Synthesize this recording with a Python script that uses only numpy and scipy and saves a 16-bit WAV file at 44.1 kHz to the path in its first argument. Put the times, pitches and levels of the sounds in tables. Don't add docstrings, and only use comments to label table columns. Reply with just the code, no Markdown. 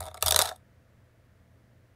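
import sys
import numpy as np
from scipy import signal
from scipy.fft import rfft, irfft
from scipy.io import wavfile

SR = 44100
rng = np.random.default_rng(int(sys.argv[2]) if len(sys.argv) > 2 else 0)


def transcribe(signal):
    frames = np.atleast_2d(signal).T
    limited = np.clip(frames, -1, 1)
    pcm = np.round(limited * 32767).astype(np.int16)
    wavfile.write(sys.argv[1], SR, pcm)


N = 85995
TIME = np.arange(N) / SR

# f/Hz, level/dB, T60/s
BLOCK_BOX = [(426.3, -20, .08), (508, -19.5, 0.054), (637.4, -7, 0.048), (707.4, -11, 0.072),
             (711.3, -7.5, .08), (762.5, -5.5, 0.033), (950, -11.5, 0.024)]
BLOCK_FACE = [(1149, -9, .04), (1299, -4.5, .04), (1483, -8.5, 0.029), (1645, -8.5, .018),
              (1866, -10.5, .016), (2180, -10, 0.012)]
TOP_BODY = [(2783, -15, .01), (3377, -6.5, 0.014), (3622, -2.5, .02), (4014, -2.5, 0.009),
            (4457, -8.5, .01), (4900, -6.5, .006), (5454, -9, 0.0077), (6590, -9, .006), (6820, -11, 0.017),
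            (8000, -2.5, .004)]
TOP_PARTS = [(8457, 4, .005), (8460, -5, 0.008), (9330, 1, 0.019), (10270, 0.5, .009), (10860, -3, 0.012),
             (12366, -11.5, 0.0023), (12400, -7, .003), (13340, -2.5, 0.009)]
MODE_SETS = (BLOCK_BOX, BLOCK_FACE, TOP_BODY, TOP_PARTS)
# f_low/Hz, f_high/Hz, level/dB re the ring at 0 dB hardness
CRACK_BANDS = [(720, 1120, 1.5), (1150, 2200, -1), (3100, 7100, 1), (7800, 14000, 4.5)]


def from_db(db):
    return 10 ** (np.asarray(db) / 20)


def unit_rms(x):
    return x / np.sqrt(np.mean(x ** 2) + 1e-20)


def envelope(points):
    return from_db(np.interp(TIME, *np.transpose(points)))


def at_hz(points, hz):
    f, value = np.transpose(points)
    return np.interp(np.log(hz + 1), np.log(f), value)


def butter(x, hz, kind="band"):
    return signal.sosfilt(signal.butter(2, hz, kind, fs=SR, output="sos"), x + 1e-18)


def drift(cutoff_hz):
    return unit_rms(butter(rng.standard_normal(2 * N), cutoff_hz, "low")[N:])


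def ring(force, modes, crack_band, hardness_db):
    ringing = 0
    for k, (hz, db, t60_s) in enumerate(modes):
        r, w = from_db(-60 / (t60_s * SR)), 2 * np.pi * hz / SR
        mode = signal.lfilter([1, -r * np.cos(w)], [1, -2 * r * np.cos(w), r * r], force + 1e-18)
        ringing = ringing + (-1) ** k * from_db(db) * mode
    ringing = butter(ringing, .85 * modes[0][0], "high")
    low_hz, high_hz, crack_db = crack_band
    crack = from_db(crack_db + hardness_db) * unit_rms(butter(force, [low_hz, high_hz]))
    crack_polarity = rng.choice([-1, 1])
    return unit_rms(unit_rms(ringing) + crack_polarity * crack)


def scrape():
    # t/s, level/dB
    contour = [(0, -52.5), (.085, -63.5), (.105, -64), (0.133, -77), (.165, -62), (.195, -74), (0.221, -62),
               (.232, -37.5), (.255, -45), (0.382, -44), (.402, -34), (.435, -37), (0.491, -41), (.52, -60),
               (0.552, -68), (.585, -99), (0.621, -120)]
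    slips_per_s, grain_db = 2200, 2.5
    slowing_s, stop_s, dulling_db_per_s = .43, contour[-1][0], 63.5
    sizes = from_db(grain_db * np.minimum(rng.exponential(1, N), 4)) * rng.choice([-1, 1], N)
    slips = sizes * (rng.random(N) < slips_per_s / SR)
    tilt_db = dulling_db_per_s * np.clip(TIME - slowing_s, 0, stop_s - slowing_s)
    levels_db = (-1 + tilt_db, -5 + tilt_db / 2, -3.5, -5 - tilt_db / 2)
    out = np.zeros(N)
    for modes, crack_band, db in zip(MODE_SETS, CRACK_BANDS, levels_db):
        out += from_db(db) * ring(slips, modes, crack_band, hardness_db=-2.5)
    return envelope(contour) * out


def rocking():
    # t/s, level/dB
    contour = [(0, -46.5), (.025, -39), (.06, -50), (.14, -53), (.215, -65), (.245, -38), (.275, -35.5),
               (.31, -40.5), (.365, -37.5), (.42, -45.5), (.5, -58.5), (.62, -72)]
    rock_hz, waver, flutter_db = 84, .11, 2
    phase = 2 * np.pi * np.cumsum(rock_hz * (1 + waver * drift(39.86))) / SR
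    return envelope(contour) * from_db(flutter_db * drift(43)) * unit_rms(np.sin(phase))


def background():
    # f/Hz, relative density/dB
    air_spectrum = [(25, -17.5), (53, -8.5), (80, -2.5), (120, -8), (150, -11.5), (212, -10.5),
                    (394, -19.5), (480, -18.5), (659, -17.5), (760, -26), (1300, -25.5), (1900, -25),
                    (2500, -32.5), (3720, -37), (8000, -42.5), (14800, -44.5)]
    # f/Hz, level/dB
    hum_tones = [(91.5, -71.5), (118.6, -65), (506, -80.5), (672, -82.5)]
    air_db, jitter_rad = -62.5, .14
    bins_hz = np.arange(N // 2 + 1) * SR / N
    air = irfft(rfft(rng.standard_normal(N)) * from_db(at_hz(air_spectrum, bins_hz)), N)
    hum = sum(from_db(db) * unit_rms(np.sin(2 * np.pi * hz * TIME + jitter_rad * drift(4)))
              for hz, db in hum_tones)
    return from_db(air_db) * unit_rms(air) + hum


def contact_force(graze_s, length_s=.2):
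    impacts_per_s, graze_db = 16000, -9
    t = np.arange(int(length_s * SR)) / SR
    swell = np.abs(np.sin(np.pi * np.minimum(t / graze_s, 1))) ** 1.2
    impacts = rng.standard_normal(len(t)) * (rng.random(len(t)) < impacts_per_s / SR)
    force = from_db(graze_db) * swell * impacts
    force[0] = 1
    return force


def add_hit(out, start_s, sound, db, attack_s=.005):
    i = int(start_s * SR)
    out[i:i + len(sound)] += from_db(db) * sound[:N - i] / np.std(sound[:int(attack_s * SR)])


def clatter():
    # t/s, graze/s, box knock/dB, face slap/dB, body clack/dB, parts tick/dB
    contacts = [(0.0055, 0.0007, -37, -44, -44, -36), (0.0166, 0.001, -38, -46, -60, -58),
                (0.0268, 0.001, -40, -48, -48, -51), (0.0376, 0.001, -43, -53, -54, -51),
                (0.045, 0.001, -50, -56, -60, -53), (0.055, 0.001, -41, -57, -53, -47),
                (0.064, 0.001, -42, -52, -50, -48), (0.07, 0.001, -43, -52, -50, -55),
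                (0.0768, 0.001, -39, -50, -57, -61), (0.083, 0.002, -44, -50, -47, -55),
                (0.113, 0.001, -47, -53, -57, -61), (0.1435, 0.001, -44, -44, -47, -48),
                (0.1505, 0.001, -43, -49, -63, -63), (0.1715, 0.002, -49, -51, -53, -55),
                (0.176, 0.001, -47, -48, -51, -56), (0.2097, 0.001, -59, -59, -52, -52),
                (0.2176, 0.001, -53, -53, -52, -50), (0.225, 0.002, -30, -28, -22, -21),
                (0.2608, 0.004, -30, -37, -25, -23), (0.2683, 0.0018, -31, -38, -29, -33),
                (0.2733, 0.002, -40, -45, -30, -33), (0.2818, 0.002, -30, -31, -23, -24),
                (0.2888, 0.001, -38, -41, -34, -27), (0.3086, 0.0032, -31, -36, -20, -20),
                (0.3223, 0.002, -27, -31, -22, -27), (0.3445, 0.0018, -28, -31, -24, -33),
                (0.3613, 0.0028, -24, -25, -19, -17), (0.3745, 0.0015, -41, -41, -42, -39),
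                (0.3904, 0.002, -22, -24, -19, -20), (0.3945, 0.003, -29, -31, -30, -31),
                (0.4018, 0.001, -31, -26, -29, -35), (0.407, 0.004, -34, -34, -35, -35),
                (0.4155, 0.001, -31, -37, -23, -30), (0.4203, 0.0023, -34, -38, -26, -23),
                (0.4555, 0.0025, -35, -35, -33, -36), (0.46, 0.001, -43, -45, -37, -39),
                (0.474, 0.001, -47, -50, -41, -50), (0.49, 0.0025, -36, -43, -36, -42),
                (0.512, 0.004, -38, -43, -52, -60), (0.523, 0.003, -50, -66, -54, -62),
                (0.559, 0.004, -61, -71, -59, -55)]
    trims_db = (-1, -.5, 1, .2)
    hard_hit_db, crack_db_per_db = -19.5, .51
    thud_hz, thud_offset_db = 175, -22
    out = np.zeros(N)
    for start_s, graze_s, *levels_db in contacts:
        force = contact_force(graze_s)
        for modes, crack_band, db in zip(MODE_SETS, CRACK_BANDS, np.add(levels_db, trims_db)):
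            hardness_db = crack_db_per_db * (db - hard_hit_db)
            add_hit(out, start_s, ring(force, modes, crack_band, hardness_db), db)
        thud = butter(np.abs(force), [thud_hz / 2, thud_hz * 2])
        add_hit(out, start_s, thud, levels_db[0] + thud_offset_db)
    return out


def room(x):
    # f/Hz, T60/s
    decay_times = [(100, 0.2798), (700, 0.23), (2000, .25), (4000, 0.19), (9000, .2), (15000, .18)]
    tail_db, tail_delay_s = -22.5, .0049
    near_db, near_t60_s = -14.5, .081
    t = TIME[:SR // 2]
    edges_hz = np.geomspace(100, 18000, 13)
    tail = np.zeros(len(t))
    for low_hz, high_hz in zip(edges_hz, edges_hz[1:]):
        t60_s = at_hz(decay_times, np.sqrt(low_hz * high_hz))
        tail += butter(rng.standard_normal(len(t)), [low_hz, high_hz]) * from_db(-60 * t / t60_s)
    tail *= t > tail_delay_s
    near = rng.standard_normal(len(t)) ** 3 * from_db(-60 * t / near_t60_s) * (t > tail_delay_s / 2)
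    tail *= from_db(tail_db) / np.linalg.norm(tail)
    near *= from_db(near_db) / np.linalg.norm(near)
    return signal.fftconvolve(x, near + tail)[:N]


def scene():
    top = clatter() + scrape()
    return (top + room(top) + rocking() + background())[None]


def record(dry):
    peak_limit, cutoff_hz = .95, 15650
    rounded = peak_limit * np.tanh(dry / peak_limit)
    return signal.sosfilt(signal.ellip(10, .2, 70, cutoff_hz, fs=SR, output="sos"), rounded)


dry = scene()
out = record(dry)
transcribe(out)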